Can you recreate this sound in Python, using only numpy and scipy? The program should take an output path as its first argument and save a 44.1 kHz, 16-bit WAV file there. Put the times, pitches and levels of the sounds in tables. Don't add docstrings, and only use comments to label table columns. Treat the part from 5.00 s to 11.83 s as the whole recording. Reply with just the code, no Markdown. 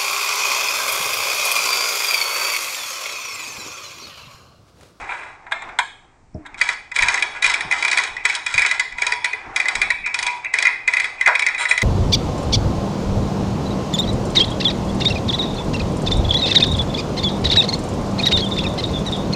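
import sys
import numpy as np
from scipy import signal
from scipy.fft import rfft, irfft, next_fast_len
from scipy.io import wavfile
from scipy.ndimage import uniform_filter1d

SR = 44100
rng = np.random.default_rng(int(sys.argv[2]) if len(sys.argv) > 2 else 0)


def dump(signal):
    limited = np.clip(np.atleast_2d(signal).T, -1, 1)
    pcm = np.round(limited * 32767).astype(np.int16)
    wavfile.write(sys.argv[1], SR, pcm)


N = 301203
TIME = np.arange(N) / SR
RING_TIME = TIME[:SR // 7]

# f/Hz, width/Hz, relative peak level/dB
PAWL = [(2870, 30, -7), (3066, 73, 5.5), (3361, 80, 8), (3484, 89, 5.5), (3797, 100, -2.5), (3851, 73, 9),
        (4060, 310, 1.5), (4490, 130, 0.5), (4714, 95, 4.5), (5130, 98, 1), (5438, 284, 2), (6403, 420, 2),
        (6650, 270, -28), (7210, 510, -3.5), (7650, 137, 3)]
PAWL_TIP = [(8970, 88, -13), (8770, 86, -12.5), (9052, 80, -6), (10100, 100, -25)]
PLATES = [(1989, 29, 0.5), (2045, 92, 11), (2294, 92, 10), (2402, 25, 10.5), (2433, 32, 8.5),
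          (2330, 70, -22.5), (2475, 13, 2)]
FRAME = [(432.7, 16, -0.5), (620, 8.3, -49.5), (790, 8.9, -35), (830, 24, -31), (992, 11, 5.5),
         (1079, 44, 0), (1100, 24, -23), (1290, 32, -3), (1422, 62, 0), (1476, 33, 5), (1585, 38, 5.5),
         (1682, 33, 11.5), (1620, 26, -22), (1780, 14, -27.5)]
HOOK = [(995, 82, -3.5), (1030, 150, -12), (1160, 150, -19), (1386, 18, 2), (1520, 23, -0.5), (1632, 73, 2),
        (1793, 90, -4.5), (2107, 93, -0.5), (1976, 140, -5.5), (2357, 35, 1)]
# start t/s, end t/s, grit level/dB
STROKES = [(1.572, 1.753, -38), (1.938, 2.226, -32.5), (2.415, 2.568, -30.5), (2.694, 3.093, -37.5),
           (3.236, 3.392, -35.5), (3.473, 3.772, -37), (3.968, 4.157, -42.5), (4.537, 4.838, -46.5),
           (5.132, 5.29, -44), (5.523, 5.695, -43), (5.867, 6.087, -42.5), (6.178, 6.563, -53)]
# t/s, pawl level/dB, side plate level/dB (both before the part gains), f/Hz where the plates ring most
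SNAPS = [(1.613, -9, -7, 2290), (1.6889, -12.5, -10.5, 2175), (1.9612, -11, -13, 2300),
         (1.9877, -12, -8.5, 2180), (2.0224, -8.5, -10, 2200), (2.0318, -13, -10, 2370),
         (2.0841, -6.5, -9.5, 2030), (2.142, -10.5, -11.5, 2100), (2.2235, -9, -10.5, 2350),
         (2.4237, -9.5, -12.5, 2460), (2.4433, -11, -7, 2130), (2.4625, -8.5, -15, 2400),
         (2.4971, -11.5, -15.5, 1960), (2.5384, -12.5, -12, 2500), (2.6067, -14.5, -18, 1950),
         (2.7119, -15.5, -12, 2090), (2.7224, -13.5, -10, 2010), (2.825, -13.5, -12.5, 2300),
         (2.8486, -11.5, -10, 2380), (2.8802, -11.5, -17, 2420), (2.9142, -8.5, -15.5, 1890),
         (2.9288, -12.5, -11.5, 2300), (2.9725, -8, -11.5, 2320), (2.9834, -8.5, -11.5, 2040),
         (3.036, -13.5, -17, 2480), (3.252, -7.5, -7.5, 1910), (3.2969, -16, -12, 2340),
         (3.3501, -10.5, -29, 2350), (3.4633, -13.5, -15, 2520), (3.5401, -13.5, -13, 2290),
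         (3.5788, -10.5, -6, 2430), (3.5926, -12.5, -12, 2380), (3.6189, -12.5, -11, 1930),
         (3.6619, -10, -14, 2070), (3.712, -11.5, -10, 2030), (3.7962, -9.5, -10, 2090),
         (4.0193, -12.5, -10, 2300), (4.0664, -9, -14.5, 2400), (4.1209, -12, -11, 1900),
         (4.2442, -10, -12, 2340), (4.561, -9, -12, 2170), (4.5999, -15, -9, 2470),
         (4.6834, -11, -10.5, 1970), (4.753, -11.5, -14, 2300), (4.816, -9.5, -7, 2340),
         (4.9034, -13, -7.5, 2070), (5.1428, -11, -13.5, 2460), (5.1886, -11, -18, 1960),
         (5.2268, -12, -16.5, 2426), (5.2652, -10.5, -15.5, 2500), (5.5383, -11.5, -8, 2000),
         (5.5857, -10.5, -10, 2390), (5.6242, -9, -11.5, 1970), (5.6685, -19, -3.5, 2020),
         (5.877, -14, -7.5, 1915), (5.9359, -14.5, -9.5, 1850), (5.9683, -16.5, -8.5, 2130),
         (5.9988, -14, -13.5, 1950), (6.0426, -15.5, -14, 2360), (6.2105, -17, -9, 2030),
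         (6.2611, -16.5, -4, 2020), (6.2751, -11, -6, 2050), (6.352, -14, -9.5, 2310),
         (6.3929, -12, -11, 2320), (6.4213, -15.5, -10.5, 2320), (6.4643, -11.5, -9, 2080),
         (6.7105, -14, -4, 1970), (6.777, -12, -10.5, 2000), (6.8172, -10.5, -11, 2020)]


def from_db(db):
    return 10 ** (np.asarray(db) / 20)


def rms_one(x):
    return x / np.sqrt(np.mean(x ** 2) + 1e-20)


def at_hz(points, hz):
    points = np.array(points)
    return np.interp(np.log(hz + 1e-9), np.log(points[:, 0]), points[:, 1])


def in_time(rows):
    s, *columns = np.transpose(rows)
    return [np.interp(TIME, s, column) for column in columns]


def band(x, low_hz, high_hz, order=4):
    edges_hz = [low_hz, min(high_hz, .45 * SR)]
    return signal.sosfilt(signal.butter(order, edges_hz, "band", fs=SR, output="sos"), x)


def add(track, s, sound):
    start = min(max(round(s * SR), 0), N)
    track[start:start + len(sound)] += sound[:N - start]


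def noise(spectrum):
    size = next_fast_len(N)
    hz = np.arange(size // 2 + 1) * SR / size
    coloured = rfft(rng.standard_normal(size)) * from_db(at_hz(spectrum, hz))
    return rms_one(irfft(coloured, size)[:N])


def rings(modes, low_hz, high_hz):
    hz, width, db = np.transpose(modes)[:, :, None]
    envelope = from_db(db) * width * np.exp(-np.pi * width * RING_TIME)
    return band(envelope * np.sin(2 * np.pi * hz * RING_TIME), low_hz, high_hz)


def blow(partials, chatter_s, swell_s=0.0008, size=900):
    body = from_db(2.5 * rng.standard_normal(len(partials))) @ partials
    t = TIME[:size]
    force = (1 - np.exp(-t / swell_s)) * np.exp(-t / max(chatter_s, 1e-3))
    sound = signal.fftconvolve(force * rng.standard_normal(size), body)
    return sound / np.sqrt(uniform_filter1d(sound[:size] ** 2, size=220).max())


def friction(partials, slips_per_s):
    slips = (rng.random(N) < slips_per_s / SR) * rng.standard_normal(N)
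    return rms_one(signal.oaconvolve(slips, partials.sum(axis=0))[:N])


def swell(start, peak, end):
    return np.interp(TIME, [start, peak, end], [0, 1, 0])


def push(start, end, rise_s, fall_s):
    rise = np.clip(1 + (TIME - start) / rise_s, 0, 1)
    return rise * np.exp(-np.clip((TIME - end) / fall_s, 0, 20))


def webbing():
    # t/s, rub level/dB before the gain
    hand_rub = [(0, -28), (.42, -43), (.68, -31.5), (.97, -47.5), (1.3, -59), (1.55, -39.5), (1.95, -51.5),
                (2.1, -28), (2.45, -38), (2.66, -27.5), (3.45, -42.5), (4.28, -42), (4.48, -30.5),
                (4.87, -30.5), (4.97, -41.5), (5.24, -35.5), (5.5, -39.5), (6.83, -39.5)]
    # f/Hz, relative level/dB per Hz
    rub_spectrum = [(100, -24), (180, -14.5), (380, 1.5), (550, -3), (780, 10.5), (1100, 6.5), (1500, 2),
                    (2400, 0), (3200, -21.5), (6000, -21.5), (10000, -38.5), (13000, -90)]
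    gain_db, spool_db, settle_s = -5.5, -47, 0.059
    winding = sum(push((start + end) / 2, end, (end - start) / 2, settle_s) for start, end, _ in STROKES)
    strength = from_db(in_time(hand_rub)[0] + gain_db) + from_db(spool_db) * winding
    return strength * noise(rub_spectrum)


def casters():
    # t/s, rumble level/dB before the gain
    shove_rows = [(.03, -45), (.68, -48), (1.36, -40), (1.55, -45.5), (2.029, -31.5), (2.47, -40.5),
                  (2.66, -43), (3.12, -46), (3.57, -40), (3.95, -43.5), (4.11, -51), (4.48, -42),
                  (4.77, -33.5), (4.87, -39.5), (5.02, -41), (5.23, -45.5), (6.72, -47)]
    # f/Hz, relative level/dB per Hz
    rumble_spectrum = [(11, -34), (18, 5.5), (64, -9.5), (97, -10.5), (150, -17), (225, -15.5),
                       (260, -15.5), (340, -44), (570, -120)]
    rest_db, gain_db = -58.5, -2.5
    shoves = sum(from_db(db + gain_db) * push(s, s, rise_s=0.045, fall_s=0.048) for s, db in shove_rows)
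    return (from_db(rest_db) + shoves) * noise(rumble_spectrum)


def room_air():
    # f/Hz, relative level/dB per Hz
    air_spectrum = [(18, -30.5), (30, -4), (45, -9.5), (120, -4), (190, -15.5), (290, -11), (480, -16),
                    (900, -21), (1200, -38), (2300, -35), (3000, -35.5), (8000, -33), (9300, -43),
                    (11000, -60.5), (14000, -100)]
    return from_db(-57.5) * noise(air_spectrum)


def scraping():
    # start, peak and end t/s, then grind, hiss and squeal level/dB
    scrapes = [(-.1, 0, 0.1, -38, -49, -59), (0.06, 0.107, 0.39, -34, -50, -52),
               (0.58, .64, 0.67, -49, -58.5, -70), (1.523, 1.58, 1.2, -32.5, -48.5, -70),
               (2.317, 2.361, 2.42, -30, -46, -74), (6.575, 6.614, 6.66, -20, -32, -23.5),
               (6.683, 6.695, 6.75, -23, -41, -21)]
    # start, peak and end t/s, level/dB
    buzzes = [(1.903, 1.927, 1.9, -35.5), (3.16, 3.188, 3.25, -33), (4.9, 4.925, 4.3, -25),
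              (5.038, 5.046, 5.13, -23), (5.225, 5.303, 5.32, -22.5), (5.432, 5.469, 5.47, -20.5),
              (6.18, 6.19, 6.24, -31)]
    # t/s, level/dB
    tube_song = [(3.92, -60), (4.0, -41), (4.15, -37.5), (4.37, -43), (4.45, -100), (5.15, -62),
                 (5.24, -37), (5.35, -35), (5.42, -47), (5.47, -100)]
    # f/Hz, width/Hz, relative peak level/dB
    squeal_modes = [(3376, 80, 6.5), (3900, 44, 13.5), (4200, 70, -16), (5270, 250, -10), (7240, 200, -4.5),
                    (7500, 92, -1.5), (8530, 210, -1.5), (9060, 90, -4)]
    tube_modes = [(882, 16, 6.5), (972, 5.8, 17), (1020, 8.6, -8)]

    treble = rings(PAWL + PAWL_TIP, low_hz=2520, high_hz=9180)
    grind = friction(rings(FRAME + PLATES, low_hz=447, high_hz=2650), slips_per_s=1500)
    hiss = friction(treble, slips_per_s=2800)
    squeal = friction(rings(squeal_modes, low_hz=3120, high_hz=9800), slips_per_s=3100)
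    buzz = friction(rings(PLATES, low_hz=2010, high_hz=2654), slips_per_s=8200)
    low_grit = friction(rings(HOOK, low_hz=890, high_hz=2550), slips_per_s=300)
    grit = friction(treble, slips_per_s=920) + from_db(3.0) * low_grit
    tube = friction(rings(tube_modes, low_hz=820, high_hz=1160), slips_per_s=2200)

    out = from_db(np.interp(TIME, *np.transpose(tube_song), left=-np.inf, right=-np.inf)) * tube
    for start, peak, end, grind_db, hiss_db, squeal_db in scrapes:
        scrape = from_db(grind_db) * grind + from_db(hiss_db) * hiss + from_db(squeal_db) * squeal
        out += swell(start, peak, end) * scrape
    for start, peak, end, db in buzzes:
        out += from_db(db) * swell(start, peak, end) * buzz
    for start, end, db in STROKES:
        drag = np.interp(TIME, [start, start + .02, end - .02, end], [0, 1, 1, 0])
        out += from_db(db) * grit * drag
    return out


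def hook():
    # t/s, clank level/dB, bright clink level/dB (both before the gain)
    clanks = [(0.092, -19, -43), (0.107, -24, -38), (0.12, -20, -39), (0.232, -29, -46), (0.466, -31, -49),
              (0.512, -27, -39), (0.52, -10.5, -19), (0.621, -25.5, -35.5), (0.689, -26.5, -44),
              (0.788, -5.5, -10.5), (1.452, -30, -56), (1.462, -31, -36)]
    # f/Hz, width/Hz, relative peak level/dB
    clink_modes = [(3340, 56, -7), (3350, 66, -5), (3620, 150, 1), (3760, 26, -2), (3900, 90, -9.5),
                   (4610, 110, -18), (5300, 300, -21), (6470, 310, -14.5), (7440, 280, -10.5),
                   (8500, 480, -24)]
    gain_db = -5.0
    out = np.zeros(N)
    plate = rings(HOOK, low_hz=703, high_hz=2460)
    clink = rings(clink_modes, low_hz=3020, high_hz=9700)
    for s, clank_db, clink_db in clanks:
        add(out, s - .001, from_db(clank_db + gain_db) * blow(plate, 0.0085, size=1800))
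        add(out, s - .001, from_db(clink_db + gain_db) * blow(clink, 0.0057, size=1800))
    return out


def load():
    # t/s, level/dB, upper edge f/Hz, contact tick level/dB
    bumps = [(1.344, -25.5, 760, -54.5), (2.011, -45, 130, -72), (2.644, -37, 480, -83),
             (3.538, -32.5, 135, -61), (4.461, -39, 514, -56), (4.755, -52, 109, -70)]
    # t/s, level/dB, judder decay t/s
    jolts = [(6.271, -12, 0.029)]
    # f/Hz, width/Hz, relative peak level/dB
    load_modes = [(84.6, 22, 3), (121, 52, 9), (159, 78, 5.5), (197, 37, -17), (294, 76, 11), (446, 11, -6),
                  (620, 47, -2.4)]
    out = np.zeros(N)
    tick = rings(PAWL, low_hz=5100, high_hz=5800)
    for s, db, edge_hz, tick_db in bumps:
        boom = rings(load_modes, low_hz=69, high_hz=edge_hz)
        add(out, s, from_db(db) * blow(boom, 0.022, size=2500))
        add(out, s - .002, from_db(tick_db) * blow(tick, .002))
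    for s, db, judder_s in jolts:
        whole_frame = rings(FRAME + HOOK, low_hz=500, high_hz=1900)
        add(out, s, from_db(db) * blow(whole_frame, judder_s, size=7000))
    return out


def contacts():
    # t/s, level/dB before the shares, plates' f/Hz
    knock_rows = [(1.5427, -25, 2320), (1.9162, -16.5, 2000), (2.1754, -10, 2000), (3.166, -14.5, 2060),
                  (3.6492, -4, 2140), (3.923, -21, 2300), (3.983, -14, 2420), (4.2544, -9.5, 2400),
                  (4.3314, -11.5, 2010), (4.6555, -9.5, 2080), (5.0606, -9.5, 2300), (5.0724, -14, 2310),
                  (5.4456, -14.5, 2440), (5.6522, -1.5, 1980), (6.4857, -8, 2140), (6.4994, -28, 2010),
                  (6.546, -14, 2200), (6.5799, -14.5, 2360), (6.6529, -6, 1980)]
    tip_db, frame_db = -14.5, -8.0
    damping_db_per_s = 0.64
    rows = []
    for s, pawl_db, plate_db, hz in SNAPS:
        snap_frame_db = (pawl_db + plate_db) / 2 + frame_db - damping_db_per_s * s
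        rows.append((s, pawl_db, pawl_db + tip_db, plate_db, snap_frame_db, hz))
    for s, db, hz in knock_rows:
        rows.append((s, db - 12, db - 33, db - 4.5, db - 16, hz))
    return rows


def favoured(plates, pitch_hz):
    nearness = np.exp(-((np.transpose(PLATES)[0] - pitch_hz) / 107) ** 2)
    return from_db(10 * nearness)[:, None] * plates


def ratchet():
    pawl_gain_db, tip_gain_db, plate_gain_db, frame_gain_db = -10.0, -7.0, -2.0, -4.0
    slide_db, chatter_s = -16.5, 0.0032
    out = np.zeros(N)
    pawl = rings(PAWL, low_hz=3065, high_hz=7720)
    tip = rings(PAWL_TIP, low_hz=8120, high_hz=10630)
    plates = rings(PLATES, low_hz=1810, high_hz=2512)
    frame = rings(FRAME, low_hz=450, high_hz=2090)
    for s, pawl_db, tip_db, plate_db, frame_db, pitch_hz in contacts():
        struck = favoured(plates, pitch_hz)
        add(out, s - .005, from_db(plate_db + slide_db) * blow(struck, 0.0069))
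        add(out, s - .0008, from_db(tip_db + tip_gain_db) * blow(tip, 0.79 * chatter_s))
        add(out, s - .0005, from_db(pawl_db + pawl_gain_db) * blow(pawl, chatter_s))
        add(out, s - .0012, from_db(plate_db + plate_gain_db) * blow(struck, chatter_s))
        add(out, s - .0006, from_db(frame_db + frame_gain_db) * blow(frame, 2 * chatter_s))
    for s, pawl_db, _, _ in SNAPS:
        late, hard = rng.standard_normal(2)
        rebound_db = pawl_db + pawl_gain_db - 11 + hard
        add(out, s + .011 * np.exp(0.34 * late), from_db(rebound_db) * blow(pawl, chatter_s))
    return out


def room(x, build_s=0.002):
    # f/Hz, t60/s
    room_t60 = [(200, 0.6), (900, 0.12), (2200, 0.51), (3500, 0.52), (6000, 0.42), (9000, 0.52)]
    # f/Hz, level/dB
    room_db = [(200, -13), (900, 2.5), (2200, -5), (4500, -5.5), (9000, -13)]
    t, response = TIME[:SR], 0
    edges = np.geomspace(60, 14000, 13)
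    for low, high in zip(edges, edges[1:]):
        hz = np.sqrt(low * high)
        decay = from_db(-60 * t / at_hz(room_t60, hz)) * (1 - np.exp(-(t / build_s) ** 2))
        tail = rng.standard_normal(len(t)) * decay / np.sqrt(np.sum(decay ** 2))
        response = response + from_db(at_hz(room_db, hz)) * band(tail, low, high, order=3)
    return signal.fftconvolve(x, response)[:N]


def scene():
    # t/s, level/dB sent to the room
    distance = [(.5, -1.5), (.8, -5.5), (2.4, 0.34), (4.2, -0.3), (6.83, -0.7)]
    scrape = scraping()
    direct, to_walls = [ratchet() + hook() + load() + scrape for direction in range(2)]
    reflected = room(from_db(in_time(distance)[0]) * to_walls)
    return (direct + reflected + webbing() + casters() + room_air())[None]


def record(dry):
    rounded = dry / (1 + (dry / .85) ** 4) ** .25
    cutoff_hz = 10400
    return signal.sosfilt(signal.butter(24, cutoff_hz, fs=SR, output="sos"), rounded)


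dry = scene()
out = record(dry)
dump(out)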